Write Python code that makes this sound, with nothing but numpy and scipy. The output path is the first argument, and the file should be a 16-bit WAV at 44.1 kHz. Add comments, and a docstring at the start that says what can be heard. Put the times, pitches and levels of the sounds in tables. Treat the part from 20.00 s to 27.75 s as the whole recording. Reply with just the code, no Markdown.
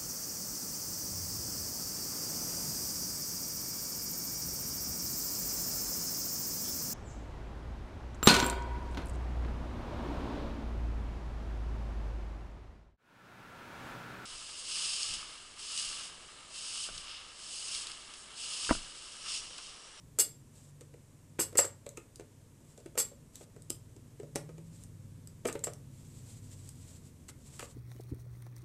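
"""A small room, one microphone close to a thin tray on a floor mat; engines hum faintly from the street.
Almost at once plastic tubes, bottles and a jar start to come down one by one. The tray thuds under each,
and the harder jolts make a steel spoon chatter in its china saucer. Hands and sleeves rustle between
the moves, and caps click. From four seconds in, a motorbike outside speeds up and rolls out;
a long rustle and three light knocks come last."""
import sys
import numpy as np
from scipy import signal
from scipy.fft import rfft, irfft
from scipy.io import wavfile
from scipy.ndimage import map_coordinates

SR = 44100
rng = np.random.default_rng(int(sys.argv[2]) if len(sys.argv) > 2 else 0)


def materialize(psi):
    """Save the field psi as 16-bit PCM at rate SR to the path in sys.argv[1].

    A 1-D psi becomes a single channel; in a 2-D psi each row is a channel.
    """
    bounded = np.clip(np.atleast_2d(psi).T, -1, 1)
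    quanta = np.round(bounded * 32767).astype(np.int16)
    wavfile.write(sys.argv[1], SR, quanta)


N = 341775
TIME = np.arange(N) / SR
BLOW = np.sqrt(SR / 100)   # a blow's level is its rms over a hundredth of a second

# an engine idling out in the street: (time [s], level [dB])
ENGINE_LEVEL = [(0, -64), (1.6, -59), (2.4, -63.5), (4.3, -54), (5.6, -55.5), (7.75, -59)]
# its harmonics: (multiple of the firing rate, relative level [dB])
ENGINE_HARMONICS = [(2, -11), (3, -21), (4, -23), (5, -1), (6, -4), (7, -7.5), (8, -7.5), (11, -16),
                    (13, -12.5), (15, -31)]
# a farther motor swelling once: (time [s], level [dB])
FAR_MOTOR_LEVEL = [(0, -64), (.45, -62), (.8, -54.5), (1.3, -70), (1.8, -100)]
# a motorbike speeding up and rolling out: (time [s], pitch [Hz], level [dB])
MOTORBIKE = [(3.9, 142, -82), (4.2, 146.6, -56), (4.6, 162, -46), (4.9, 171, -61), (5.5, 167.9, -60),
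             (5.85, 133.5, -55), (6.2, 127.6, -54), (6.5, 96, -51.5), (7.7, 76.35, -59)]
# distant traffic: (time [s], level [dB])
TRAFFIC_LEVEL = [(0, -58), (.8, -62.5), (2.3, -60.5), (3.7, -60), (4.1, -58), (5.2, -57), (6.2, -54.5),
                 (7.75, -57)]
# its rumble through the walls: (frequency [Hz], relative level [dB])
TRAFFIC_SPECTRUM = [(20, -14), (38, -6), (48, -6.5), (65, -0.5), (100, -12.5), (135, 3.5), (180, -7.5),
                    (260, -9), (400, -19), (800, -40)]
# room tone: (frequency [Hz], relative level [dB])
AIR_SPECTRUM = [(120, -40), (200, -5), (252, -1), (367, -9), (479, -6.5), (626, -12), (762, -18.5),
                (944, -14.5), (1420, -21), (1700, -20.5), (4620, -26), (7880, -17.5), (10500, -25),
                (14200, -32.5)]
# things landing on the tray, close by:
# (time [s], thud [dB], thud centre [Hz], hollow clack [dB], edge tick [dB], delay to tip flat or 0 [s])
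LANDINGS = [(0.1867, -40.5, 451, -53.5, -51, 0.022), (0.809, -53, 375, -65, -55, 0.0063),
            (0.939, -54.5, 453, -67, -69, 0), (1.391, -34, 425, -38.5, -50, 0.015),
            (1.528, -52.5, 458, -64, -60, 0.001), (1.554, -40, 455, -48, -49, 0.0015),
            (1.588, -29, 523, -30.5, -51, 0), (1.645, -43, 430, -48, -49, 0.00065),
            (1.8646, -44.5, 535, -56.5, -50.5, 0), (1.9729, -45.5, 385, -49.5, -47, 0),
            (2.197, -46, 380, -58.5, -57, 0.011), (2.777, -54, 550, -69, -57, 0.025),
            (2.86, -44.5, 406, -59.5, -57.5, 0), (2.954, -49, 519.3, -60, -62, 0),
            (2.976, -38, 460, -40.5, -44, 0.023), (3.116, -55.5, 503, -78, -69, 0.0026),
            (3.41, -51, 423, -65, -71, 0.0021), (3.563, -53.5, 421.2, -66, -64, 0),
            (3.7026, -42.5, 336, -56, -32, 0), (3.964, -55.5, 391, -74, -61.5, 0),
            (4.199, -41.5, 410, -62.5, -58.5, 0.033), (4.3571, -35, 422, -43.5, -35.5, 0.0043),
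            (4.491, -50.5, 436, -63, -68, 0.0065), (4.581, -51.5, 465, -67, -61.5, 0.00024),
            (5.452, -37, 265.7, -48, -54, .016), (5.454, -32, 529.2, -42.5, -43.5, 0.0016),
            (5.485, -39.5, 375, -41.5, -46, 0.012), (5.553, -36.5, 482.8, -50.5, -61, 0.0015),
            (5.638, -47, 551, -50.5, -56, 0.00016), (5.6701, -39, 564, -47, -47.5, 0.0076),
            (7.288, -66, 301.5, -58, -54, 0.0043), (7.594, -53, 410, -46, -45.5, 0.011),
            (7.626, -50, 450.4, -50, -67, 0.00018)]
# modes of the tray: (frequency [Hz], relative level [dB], t60 [s])
TRAY_MODES = [(181, -23, 0.034), (229, -4.5, 0.061), (317, 0.5, 0.037), (355, -2, 0.059),
              (410.4, -1, 0.091), (475, -3.5, 0.057), (552.7, -3.5, 0.064), (624, -2.5, 0.035),
              (696, -7, 0.038), (902, -10.5, 0.089)]
# a hollow plastic body: (frequency [Hz], relative level [dB])
CLACK_SPECTRUM = [(100, -51), (400, -14.5), (800, 2.5), (1050, 0.5), (1300, 3.5), (1600, -1), (1900, 1.5),
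                  (2600, -1.5), (3500, -9), (6000, -20.5)]
# a hard plastic edge: (frequency [Hz], relative level [dB])
TICK_SPECTRUM = [(200, -50), (2000, -17), (3500, -8), (5800, -6.5), (7700, 1), (9000, -1), (10200, -10.5),
                 (12000, -10), (14200, -15)]
# jolts to the spoon: (time [s], level [dB], fade time [s], extra rim ping [dB], ring time [factor])
SPOON_JOLTS = [(0.1854, -26, 0.031, -6, 0.72), (1.393, -33.5, 0.038, -4, 0.36),
               (1.5705, -25, 0.031, 20, 0.39), (1.647, -34.5, 0.0042, 32, 1.4),
               (2.975, -30, 0.039, 9.5, 0.48), (5.467, -42, 0.015, -3, .35), (5.637, -29, .006, 24, 0.28)]
# steel striking china: (frequency [Hz], relative level [dB])
CHATTER_SPECTRUM = [(100, -56.5), (330, -18.5), (550, -13.5), (900, -22.5), (2000, -18), (3500, -22.5),
                    (4800, -8), (5900, -11.5), (7000, -6.5), (7700, 6.5), (8600, -2.5), (10000, -14.5),
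                    (11700, -10.5), (14200, -23)]
# modes of spoon and saucer: (frequency [Hz], relative level [dB], base t60 [s])
SAUCER_MODES = [(1320, -24, .07), (2280, -24, .06), (2850, -18, .17), (3700, -23, .1), (3400, -21, .09),
                (4270, -20, .06), (4520, -18, .06), (4880, -17, .38), (5220, -16, .06), (5520, -16, .06),
                (6370, -11, .13), (6760, -14, .06), (7425, -14.5, .42), (7447, -15, .42), (7630, -4, .14),
                (7940, -3, .11), (8050, -3, .09), (8160, -5, .07), (8350, -5, .09), (8560, -7, .06),
                (8780, -9, .06), (9230, -10, .09), (9720, -17, .07), (10350, -15, .07), (11240, -10, .11),
                (11630, -9, .11), (11900, -11, .08), (12290, -11, .08), (12620, -15, .07),
                (13310, -20, .13), (14160, -15, .12)]
# a hand or sleeve sliding near the microphone: (start [s], end [s], level [dB])
HAND_SLIDES = [(0.515, 0.714, -63), (2.619, 2.867, -68), (3.323, 3.455, -59.5), (4.644, 4.882, -64.5),
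               (5.9, 7.12, -59.5), (7.281, 7.31, -53.5), (7.396, 7.736, -56.5)]
# skin and cloth rubbing: (frequency [Hz], relative level [dB])
RUSTLE_SPECTRUM = [(500, -9.5), (1500, -16.5), (3500, -12), (6000, -10), (7800, -0.5), (10000, -13.5),
                   (12000, -19), (14200, -21)]
# clicks of a cap or fingernail: (time [s], level [dB])
CAP_CLICKS = [(1.8903, -49), (2.158, -53), (3.356, -48.5), (3.621, -56.5), (4.8365, -54), (5.273, -52),
              (5.527, -44), (5.592, -53.5), (5.7346, -52), (6.69, -50)]
# decay of the small room: (frequency [Hz], t60 [s])
ROOM_DECAY = [(150, 0.22), (500, 0.29), (2000, 0.29), (8000, 0.18), (14000, 0.22)]


def from_db(db):
    """Decibels to gain."""
    return 10 ** (np.asarray(db) / 20)


def unit_energy(x):
    """Scale to a sum of squares of one."""
    return x / np.sqrt(np.sum(x ** 2) + 1e-20)


def in_time(rows):
    """Each column of a curve at every sample."""
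    times, *columns = np.transpose(rows)
    return [np.interp(TIME, times, column) for column in columns]


def at_hz(points, hz):
    """Read a curve on a log-frequency axis."""
    frequencies, values = np.transpose(points)
    return np.interp(np.log(np.maximum(hz, 1)), np.log(frequencies), values)


def add(track, s, sound):
    """Mix a sound into a track at a time."""
    i = int(np.clip(s * SR, 0, N - 1))
    track[i:i + len(sound)] += sound[:N - i]


def drift(rate_hz):
    """A smooth random wander with a spread of about one."""
    knots = rng.standard_normal(int(rate_hz * N / SR) + 3)
    return map_coordinates(knots, [TIME * rate_hz], order=2, mode="nearest")


def response(spectrum, size=2048):
    """Minimum-phase impulse response with this spectrum, unit energy."""
    gains = from_db(at_hz(spectrum, np.fft.rfftfreq(size, 1 / SR)))
    cepstrum = irfft(np.log(gains))
    cepstrum[1:size // 2] *= 2
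    cepstrum[size // 2 + 1:] = 0
    return unit_energy(irfft(np.exp(rfft(cepstrum))))


def coloured(noise, spectrum):
    """Noise shaped by a spectrum; rms one."""
    gains = from_db(at_hz(spectrum, np.fft.rfftfreq(N, 1 / SR)))
    return unit_energy(irfft(rfft(noise) * gains, N)) * np.sqrt(N)


def hump(hz, centre_hz, octaves):
    """Weight that falls away on both sides of a pitch."""
    return 1 / (1 + (np.log2(hz / centre_hz) / octaves) ** 2)


def motor(hz, db):
    """The lowest note of a distant motor, unsteady in pitch and level."""
    phase = 2 * np.pi * np.cumsum(hz * (1 + 0.01 * drift(12))) / SR
    return np.sin(phase) * from_db(db + 1.1 * drift(7.6))


def street(firing_hz=19.5, waver_db=3.5):
    """Only the low notes of engines come through the walls, fading in and out."""
    phase = 2 * np.pi * np.cumsum(firing_hz * (1 + 0.0107 * drift(4))) / SR
    harmonics = sum(from_db(db + waver_db * drift(2.937)) * np.sin(k * phase + rng.uniform(0, 2 * np.pi))
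                    for k, db in ENGINE_HARMONICS)
    idling = from_db(in_time(ENGINE_LEVEL)[0]) * harmonics
    rumble = from_db(in_time(TRAFFIC_LEVEL)[0]) * coloured(rng.standard_normal(N), TRAFFIC_SPECTRUM)
    motorbike = motor(*in_time(MOTORBIKE))
    far_motor = motor(hz=144.4, db=in_time(FAR_MOTOR_LEVEL)[0])
    return idling + rumble + motorbike + far_motor


def room_tone(level_db):
    """The steady hush of still air around the microphone."""
    return from_db(level_db) * coloured(rng.standard_normal(N), AIR_SPECTRUM)


def ring(modes, weights, scatter_db, contact_s, size=13000):
    """Decaying modes that swell while the contact lasts; every blow shares its energy anew."""
    hz, db, t60 = np.transpose(modes)
    strength = weights * from_db(db + scatter_db * rng.standard_normal(len(hz))) / np.sqrt(t60)
    strength *= rng.choice([-1, 1], len(hz))
    t = TIME[:size]
    waves = np.sin(2 * np.pi * hz * t[:, None]) * from_db(-60 * t[:, None] / t60)
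    return unit_energy(waves @ strength * (1 - np.exp(-t / contact_s)))


def crack(spectrum, t60, rise_s=0.00025, size=2048):
    """A contact: a brief burst of tiny slips, coloured by the thing that is struck."""
    t = TIME[:size]
    slips = rng.standard_normal(size) * from_db(-60 * t / t60) * (1 - np.exp(-t / rise_s))
    return unit_energy(signal.fftconvolve(slips, response(spectrum)))


def tick(centre_hz, level_db, usual_db=-47, top_hz=10000):
    """The short bright snap of a hard plastic edge; the harder it is, the more top it has."""
    hz, db = np.transpose(TICK_SPECTRUM)
    focus_db = 20 * np.log10(hump(hz, centre_hz, octaves=1.2))
    top_db = 0.3 * (level_db - usual_db) / (1 + (top_hz / hz) ** 10)
    spectrum = np.column_stack([hz, db + focus_db + top_db])
    return from_db(level_db) * crack(spectrum, t60=0.011)


def landings(thud_trim_db=1.0, clack_trim_db=1.0, tick_trim_db=-1.5):
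    """Each landing bends the tray, knocks on a hollow body and ticks at the edge."""
    out, mode_hz = np.zeros(N), np.array(TRAY_MODES)[:, 0]
    for s, thud_db, thud_hz, clack_db, tick_db, tip_s in LANDINGS:
        contacts = [(s - 0.004, 16.5), (s, 0)]   # a graze, then the weight comes down
        if tip_s > 0:
            contacts.append((s + tip_s, 6.5))   # softer, as the thing tips flat
        for at, loss_db in contacts:
            thud = ring(TRAY_MODES, hump(mode_hz, thud_hz, 0.42), scatter_db=4.5, contact_s=0.00052)
            add(out, at, from_db(thud_db + thud_trim_db - loss_db) * thud)
            add(out, at, from_db(clack_db + clack_trim_db - loss_db) * crack(CLACK_SPECTRUM, t60=0.036))
            add(out, at, tick(centre_hz=5700, level_db=tick_db + tick_trim_db - loss_db))
    return BLOW * out


def bounces(fade_s, hop_s=0.009, bounce_s=0.0058, fade_db=11, count=8):
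    """A hop, then uneven bounces that hold up and suddenly die: (delay [s], level [dB], ring [factor])."""
    lift_off = (0.002, -5, 0.18)   # the touch that throws the spoon up is weak and damped
    delays = hop_s + bounce_s * (np.arange(count) + 0.2 * rng.standard_normal(count))
    return [lift_off] + [(delay, -fade_db * (delay / fade_s) ** 3, 1) for delay in delays]


def spoon(chatter_trim_db=0.5, ring_trim_db=1.0):
    """The spoon bounces in quick runs: each hit is a bright crack that leaves steel and china ringing."""
    out = np.zeros(N)
    on_rim = hump(np.array(SAUCER_MODES)[:, 0], centre_hz=7440, octaves=0.01)   # two close modes beat
    for s, db, fade_s, ping_db, jolt_ring in SPOON_JOLTS:
        for delay, hit_db, hit_ring in bounces(fade_s):
            t60_factor = np.clip(jolt_ring * hit_ring, 0.1, 2)   # a spoon in contact damps the ring
            modes = np.array(SAUCER_MODES) * [1, 1, t60_factor]
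            chatter = crack(CHATTER_SPECTRUM, t60=0.055, rise_s=0.00046)
            china = ring(modes, 1 + from_db(ping_db) * on_rim, scatter_db=3.0, contact_s=0.00074)
            add(out, s + delay, from_db(db + hit_db + chatter_trim_db) * chatter)
            add(out, s + delay, from_db(db + hit_db + ring_trim_db) * china)
    return BLOW * out


def settling(max_db, count):
    """The loaded tray shifts on the mat with tiny taps."""
    out, edge = np.zeros(N), from_db(-3.0) * response(TICK_SPECTRUM)
    for s, size in zip(rng.uniform(0, N / SR, count), rng.random(count)):
        gain = from_db(max_db) * size
        add(out, s, gain * ring(TRAY_MODES, 1, scatter_db=2.5, contact_s=0.0022))
        add(out, s, gain * edge)
    return BLOW * out


def rustle(grain_db=1.5, flutter_db=3.5):
    """Skin and cloth slide close by in soft swells of fine, uneven grains."""
    swell = np.zeros(N)
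    for start, end, db in HAND_SLIDES:
        progress = np.clip((TIME - start) / (end - start), 0, 1)
        swell += from_db(db) * np.sqrt(np.abs(np.sin(np.pi * progress)))
    grains = rng.standard_normal(N) * from_db(grain_db * drift(700) - flutter_db * drift(34))
    return swell * coloured(grains, RUSTLE_SPECTRUM)


def clicks(body_db=-21.5):
    """A cap or fingernail clicks without bending the tray: a tick with a trace of the hollow body."""
    out = np.zeros(N)
    for s, db in CAP_CLICKS:
        add(out, s, tick(centre_hz=8200, level_db=db))
        add(out, s, from_db(db + body_db) * crack(CLACK_SPECTRUM, t60=0.037))
    return BLOW * out


def room(direct, build_s=0.0024, size=22050):
    """Diffuse reflections off near walls build up quickly and die sooner in the treble."""
    t, tail = TIME[:size], np.zeros(size)
    edges_hz = [100, 400, 1500, 5000, 10000, 16000]
    for low, high in zip(edges_hz, edges_hz[1:]):
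        bandpass = signal.butter(2, [low, high], "band", fs=SR, output="sos")
        t60 = at_hz(ROOM_DECAY, np.sqrt(low * high))
        tail += signal.sosfilt(bandpass, rng.standard_normal(size)) * from_db(-60 * t / t60)
    build_up = 1 - np.exp(-(t / build_s) ** 2)
    return signal.fftconvolve(direct, unit_energy(tail * build_up))[:N]


def scene():
    """At the microphone, in mono: tray and hands up close, the room around them, the street far off."""
    tray = landings() + clicks() + spoon() + settling(max_db=-70, count=22)
    background = room_tone(level_db=-65.5) + rustle() + street()
    return (tray + from_db(-8.5) * room(tray) + background)[None]


def record(dry, ceiling=0.78, cutoff_hz=14400):
    """The highest peaks are rounded and the top is cut steeply."""
    lowpass = signal.ellip(12, .3, 80, cutoff_hz, fs=SR, output="sos")
    return signal.sosfilt(lowpass, ceiling * np.tanh(dry / ceiling))


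dry = scene()
out = record(dry)
materialize(out)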